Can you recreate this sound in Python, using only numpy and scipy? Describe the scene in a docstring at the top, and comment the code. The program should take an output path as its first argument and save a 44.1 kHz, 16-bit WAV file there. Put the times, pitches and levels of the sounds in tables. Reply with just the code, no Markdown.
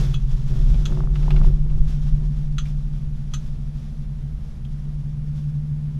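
"""A low hum and a rumble of wind fill a cable car cabin riding uphill. The rope's twisted strands run over
the sheaves and set the shell humming; the wind gusts round the cabin and dies down. Close by, jacket cloth
rustles and fingers rub, bump and tick on a camera case. A few plastic taps and four sharp clicks of metal
gear cut through, and a faint electronic whine stays throughout."""
import sys
import numpy as np
from scipy.fft import rfft, irfft, next_fast_len
from scipy.io import wavfile
from scipy.ndimage import uniform_filter1d, map_coordinates

SR = 44100
rng = np.random.default_rng(int(sys.argv[2]) if len(sys.argv) > 2 else 0)


def log_audio(samples):
    """Write samples as a 16-bit WAV file to the path given in sys.argv[1]."""
    # one column per channel
    frames = np.atleast_2d(samples).T
    # limit to full scale, then quantise
    limited = np.clip(frames, -1, 1)
    pcm = np.round(limited * 32767).astype(np.int16)
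    wavfile.write(sys.argv[1], SR, pcm)


N = 264159

# dull tone of a hand on the camera case: (frequency [Hz], relative level [dB])
HAND_SPECTRUM = [(50, -16), (100, 8), (190, 2.5), (260, -9.5), (320, -9.5), (420, -13), (600, -19.5),
                 (1200, -28.5), (2500, -43.5), (8000, -120)]
HOLLOW_HZ, HOLLOW_WIDTH_HZ = 368, 22  # the case's hollow note


def amp(db):
    """Decibels to gain."""
    return 10 ** (np.asarray(db) / 20)


def decibels(power):
    """Power to decibels."""
    return 10 * np.log10(power + 1e-12)


def unit(x):
    """Scale to rms 1."""
    return x / np.sqrt(np.mean(x ** 2) + 1e-20)


def curve(points):
    """An envelope through (time, value) points."""
    return np.interp(np.arange(N) / SR, *np.transpose(points))


def wobble(rate):
    """A smooth random curve, rate knots a second."""
    knots = rng.standard_normal(int(N * rate / SR) + 4)
    return map_coordinates(knots, [np.arange(N) * rate / SR])


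def filtered(x, response):
    """x through a frequency response."""
    size = next_fast_len(len(x) + 8192)
    return irfft(rfft(x, size) * response(np.fft.rfftfreq(size, 1 / SR)), size)[:len(x)]


def coloured(x, points):
    """x shaped by (Hz, dB) points, at rms 1."""
    f, db = np.transpose(points)
    return unit(filtered(x, lambda hz: amp(np.interp(np.log(hz + 1), np.log(f), db))))


def noise(points, size=N):
    """Fresh noise with the given spectrum."""
    return coloured(rng.standard_normal(size), points)


def steadied(x, seconds):
    """Noise with its slow swells evened out."""
    power = np.abs(uniform_filter1d(x ** 2, int(seconds * SR)))
    return unit(x / np.sqrt(power + 1e-9))


def resonance(hz, width):
    """Response of one damped mode."""
    return lambda f: 1j * f * width / (hz * hz - f * f + 1j * f * width)


def ring(modes, t, scatter_db):
    """Damped modes, struck at slightly new strengths."""
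    return sum(amp(db + scatter_db * rng.normal() - 60 * t / t60)
               * np.sin(2 * np.pi * (hz * t + rng.random())) for hz, db, t60 in modes)


def strokes(rows, attack_s, release_db_per_s):
    """Summed power of strokes that each rise, hold and die away."""
    power, t = np.zeros(N), np.arange(N) / SR
    for start, length, db in rows:
        attack = np.clip((t - start) / attack_s, 0, 1)
        fall_db = release_db_per_s * np.maximum(t - start - length, 0)
        power += (attack * amp(db - fall_db)) ** 2
    return power


def add(track, s, sound):
    """Mix a sound into the track at s seconds."""
    part = track[max(round(s * SR), 0):][:len(sound)]
    part += sound[:len(part)]


def whine():
    """A thin steady tone from the camera's electronics."""
    pitch_hz = 10645 + 4 * wobble(25)
    return amp(-73.5) * np.sin(2 * np.pi * np.cumsum(pitch_hz) / SR)


def wind():
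    """A dying breeze with a few gusts buffets the cabin, over a steady bed of air."""
    # the breeze easing off: (time [s], level [dB])
    breeze = [(0, -20), (1.1, -20), (1.7, -18.5), (2.7, -24), (3.9, -30.5), (4.9, -29.5), (5.99, -34)]
    # gusts on top of it: (centre [s], length [s], rise [dB])
    gusts = [(.69, 0.26, 7.5), (1.413, 0.33, 9), (1.835, 0.11, 6.5), (2.134, .08, 5), (3.55, 0.3, 4.5)]
    # deep buffeting: (frequency [Hz], relative level [dB])
    rumble_spectrum = [(8, -38), (15, 4.5), (23, 1), (40, 4.5), (50, -5), (60, -15), (90, -25.5),
                       (130, -19), (250, -58.5), (1000, -120)]
    # the cabin's room tone: (frequency [Hz], relative level [dB])
    air_spectrum = [(50, -21), (100, 4), (190, 12.5), (280, -3.5), (320, -1.5), (420, -4.5), (650, -9.5),
                    (900, -12.5), (1400, -16.5), (2100, -19), (3400, -23), (5400, -26), (9000, -34.5),
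                    (12500, -36), (15000, -64)]
    t = np.arange(N) / SR
    gust_db = sum(db * np.exp(-(2 * (t - s) / length) ** 2) for s, length, db in gusts)
    flurry_db = wobble(9.1)
    rumble = amp(curve(breeze) + gust_db + flurry_db) * steadied(noise(rumble_spectrum), seconds=0.108)
    air = amp(-48.5 + 0.32 * wobble(5.1)) * noise(air_spectrum)
    return rumble + air


def rustle():
    """Jacket cloth slides in a stream of tiny catches; between slides it stirs faintly and settles."""
    # cloth slides: (start [s], length [s], relative level [dB])
    slides = [(-.03, 0.071, -50.5), (.29, 0.095, -61), (.45, 0.38, -58), (.68, 0.05, -65), (.87, 0.11, -61),
              (1.13, 0.26, -61), (1.39, 0.066, -63), (1.86, 0.048, -58), (2.01, 0.028, -58.5),
              (2.2, 0.12, -70), (2.63, 0.073, -62.5), (3.38, .1, -73), (3.73, 0.12, -68),
              (5.34, 0.049, -66)]
    # the fabric's swish: (frequency [Hz], relative level [dB])
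    cloth_spectrum = [(350, -7.5), (650, -2), (1000, -6), (1400, -5), (2000, -9.5), (2900, -8.5),
                      (3450, -5), (4300, -11), (5500, -8.5), (7000, -14.5), (8750, -21.5), (12500, -22),
                      (15000, -45.5)]
    stir_db = -64.5 - 1.62 * np.arange(N) / SR + wobble(11)
    cloth_db = decibels(strokes(slides, attack_s=0.025, release_db_per_s=104) + amp(stir_db) ** 2)
    catches = rng.standard_normal(N) * amp(0.9 * wobble(500) + 1.54 * wobble(40))
    return amp(cloth_db + 7.5) * coloured(catches, cloth_spectrum)


def grip():
    """Fingers shift on the camera: dull uneven friction that also sounds the hollow case."""
    # finger rubs: (start [s], length [s], relative level [dB])
    rubs = [(-.03, 0.053, -43), (.3, .05, -55), (.49, 0.29, -48), (.86, 0.13, -42.5), (1.05, .1, -51.5),
            (1.18, 0.29, -42.5), (1.64, 0.088, -49.5), (1.83, 0.053, -53.5), (2.18, .04, -51)]
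    creep = (0, 2.2, -56.5)  # one long, light stroke until the hand comes to rest
    grip_db = decibels(strokes(rubs + [creep], attack_s=0.023, release_db_per_s=85))
    slips = lambda: rng.standard_normal(N) * amp(1.8 * wobble(120))
    case = resonance(HOLLOW_HZ, HOLLOW_WIDTH_HZ)
    hollow = steadied(filtered(slips(), lambda f: case(f) ** 2), seconds=0.19)
    coupling = amp(grip_db - grip_db.max()) ** 0.21  # a firmer grip drives the case more strongly
    friction = amp(grip_db + 11) * coloured(slips(), HAND_SPECTRUM)
    return friction + amp(grip_db - 2) * coupling * hollow


def bumps():
    """A soft bump thuds through the case and sounds its hollow note."""
    # bumps of the hand: (time [s], level [dB])
    hits = [(0.806, -32), (0.966, -25), (2.205, -32)]
    out, t = np.zeros(N), np.arange(SR // 4) / SR
    attack = 1 - np.exp(-t / 0.0032)
    for s, db in hits:
        thud = amp(0.5 - 60 * t / 0.097) * noise(HAND_SPECTRUM, size=len(t))
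        hollow = ring([(HOLLOW_HZ, -11, .13)], t, scatter_db=3)
        add(out, s, amp(db) * attack * (thud + hollow))
    return out


def ticks():
    """The camera case gives dull little ticks under the fingers."""
    # handling ticks: (time [s], peak level [dB])
    hits = [(0.923, -31.5), (0.973, -30), (0.988, -39), (1.004, -27), (1.037, -33), (1.073, -33.5),
            (1.28, -27), (1.344, -36), (1.378, -33), (1.414, -26.5), (1.4455, -28.5)]
    # the case's modes: (frequency [Hz], relative level [dB], t60 [s])
    case_modes = [(640, -2.5, 0.0098), (950, -4.5, 0.011), (1210, -4, 0.0075), (1680, -18, 0.01)]
    out, t = np.zeros(N), np.arange(SR // 10) / SR
    attack = 1 - np.exp(-t / 0.0006)
    for s, db in hits:
        tick = attack * ring(case_modes, t, scatter_db=3.5)
        add(out, s, amp(db) * tick / np.abs(tick).max())
    return out


def taps():
    """Light plastic contacts, each with a short ring, die away quickly in the small cabin."""
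    # plastic taps: (time [s], relative level [dB], ring pitch [Hz], ring against clack [dB])
    hits = [(0.742, -34, 2450, -12), (1.155, -29.5, 2750, -11), (1.228, -35, 2700, -8),
            (1.305, -23.5, 2750, -4.5), (1.362, -28, 2350, -10), (1.432, -40, 2600, -2),
            (1.699, -43, 2500, -10), (2.654, -41, 2400, 5), (4.648, -49.5, 3200, 7)]
    # the clack of plastic: (frequency [Hz], relative level [dB])
    plastic_spectrum = [(400, 1), (1400, 1), (1900, -4.5), (2500, -1.5), (3200, -2.5), (4200, -10),
                        (6000, -23), (10000, -59)]
    out, t = np.zeros(N), np.arange(SR // 5) / SR
    attack = 1 - np.exp(-t / 0.0007)  # plastic meets softly
    envelope = attack * amp(-7 - 60 * t / 0.063)
    for s, db, ring_hz, ring_db in hits:
        note = unit(filtered(rng.standard_normal(len(t)), resonance(ring_hz, width=200)))
        clack = noise(plastic_spectrum, size=len(t))
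        add(out, s, amp(db) * envelope * (clack + amp(ring_db) * note))
    return out


def clicks():
    """Metal snaps on metal, rings and rebounds; the close walls smear the crack."""
    # metal clicks, levels relative:
    # (time [s], level [dB], rebound delay [s], rebound [dB], ping [dB], knock [dB], treble [dB])
    hits = [(0.1418, -21.5, .0045, -11, -9, -16, -10), (0.855, -19.5, .0052, -3, -5, -13, -2),
            (2.5832, -18.5, .0045, -6, -2, -5, -2), (3.3375, -20.5, .005, -1, 2.5, -17, 2)]
    # the bright edge of a click: (frequency [Hz], relative level [dB])
    crack_spectrum = [(800, -41), (1250, 5), (2100, -12.5), (3300, 3), (4250, -3.5), (5200, -16),
                      (6500, -1.5), (8000, -16), (9500, -23.5), (13000, -28)]
    # its dull body: (frequency [Hz], relative level [dB])
    knock_spectrum = [(800, -72), (1250, 2), (1500, 7), (2000, -10.5), (3000, 9), (6000, -54)]
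    # the metal's modes: (frequency [Hz], relative level [dB], t60 [s])
    metal_modes = [(1280, -4.5, 0.046), (1385, -8.5, 0.038), (1930, -14, 0.076), (2570, -11.5, 0.12),
                   (3020, -18, .08), (3345, 1.5, 0.11), (3370, 0.5, 0.036), (3310, -26, 0.045),
                   (4210, -6.5, 0.038), (6900, -15, 0.15), (6940, -30, 0.095)]
    out, t = np.zeros(N), np.arange(SR // 4) / SR
    snap = amp(-12.5 - 60 * t / 0.012)
    wall_tail = amp(-18.5 - 60 * t / 0.12)
    for s, db, delay, rebound_db, ping_db, knock_db, treble_db in hits:
        # a harder contact is brighter
        hardness = lambda f: amp(treble_db * np.clip(np.log2((f + 1) / 4000), 0, 1))
        for late, level_db in [(0, db), (delay, db + rebound_db)]:
            crack = filtered(noise(crack_spectrum, size=len(t)), hardness)
            knock = amp(knock_db) * noise(knock_spectrum, size=len(t))
            metal = amp(-18) * ring(metal_modes, t, scatter_db=3.5)
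            add(out, s + late, amp(level_db) * ((crack + knock) * (snap + wall_tail) + metal))
        ping = ring([(6178, 0, .12)], t, scatter_db=.5)  # the metal's purest mode
        add(out, s, amp(db + ping_db - 15) * ping)
    return out


def rope_hum():
    """The strands shake the hanger at multiples of one rate; the shell booms more as the drone swells."""
    # hum partials: (harmonic [multiple of the strand rate], level [dB])
    harmonics = [(5, -41.5), (6, -41.5), (7, -55), (11, -41), (13, -47.5), (17, -46), (18, -55), (19, -53),
                 (23, -64)]
    # the drone, harmonic 12, the hum's loudest note, just above the shell's boom: (time [s], level [dB])
    drone_swells = [(0.08, -25), (0.24, -33), (1.35, -22.5), (1.81, -28), (2.14, -24), (3.56, -35.5),
                    (3.58, -35.5), (4.44, -33), (4.56, -51), (4.69, -32.5), (5.56, -24.5), (5.95, -28)]
    # shell resonances: (frequency [Hz], width [Hz], relative level [dB])
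    shell_modes = [(129, 12, -11), (139, 8.7, -2.5), (226, 8.5, -21)]
    strands_per_s, t = 12.3, np.arange(N) / SR
    cycles = np.cumsum(strands_per_s * (1 + .002 * wobble(3))) / SR
    partial = lambda order: np.sqrt(2) * np.sin(2 * np.pi * (order * cycles + rng.random()))
    flutter = lambda: amp(1.5 * wobble(4))
    hum = sum(amp(db) * flutter() * partial(order) for order, db in harmonics)
    drone_db = curve(drone_swells)
    drone = amp(drone_db - 0.46) * partial(order=12)
    note_db = -28 - 16 * np.maximum(t - 0.6, 0)  # a low shell note holds, then dies away
    note_hz = 130.3 + 0.68 * wobble(4.64)
    shell_note = amp(note_db) * np.sqrt(2) * np.sin(2 * np.pi * np.cumsum(note_hz) / SR)
    shell = lambda f: sum(amp(db) / (1 + ((f - hz) / width * 2) ** 2) for hz, width, db in shell_modes)
    boom_db = -36 + 0.23 * (drone_db - drone_db.mean())
    boom = amp(boom_db) * steadied(filtered(rng.standard_normal(N), shell), seconds=.2)
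    return hum + drone + shell_note + boom


def scene():
    """Everything heard from one seat, in mono."""
    mix = rope_hum() + wind() + grip() + bumps() + rustle() + clicks() + taps() + ticks() + whine()
    return mix[None]


def record(dry):
    """A steep low-pass takes off the highest treble."""
    cutoff_hz = 13700
    return np.array([filtered(x, lambda hz: 1 / np.sqrt(1 + (hz / cutoff_hz) ** 48)) for x in dry])


dry = scene()
out = record(dry)
log_audio(out)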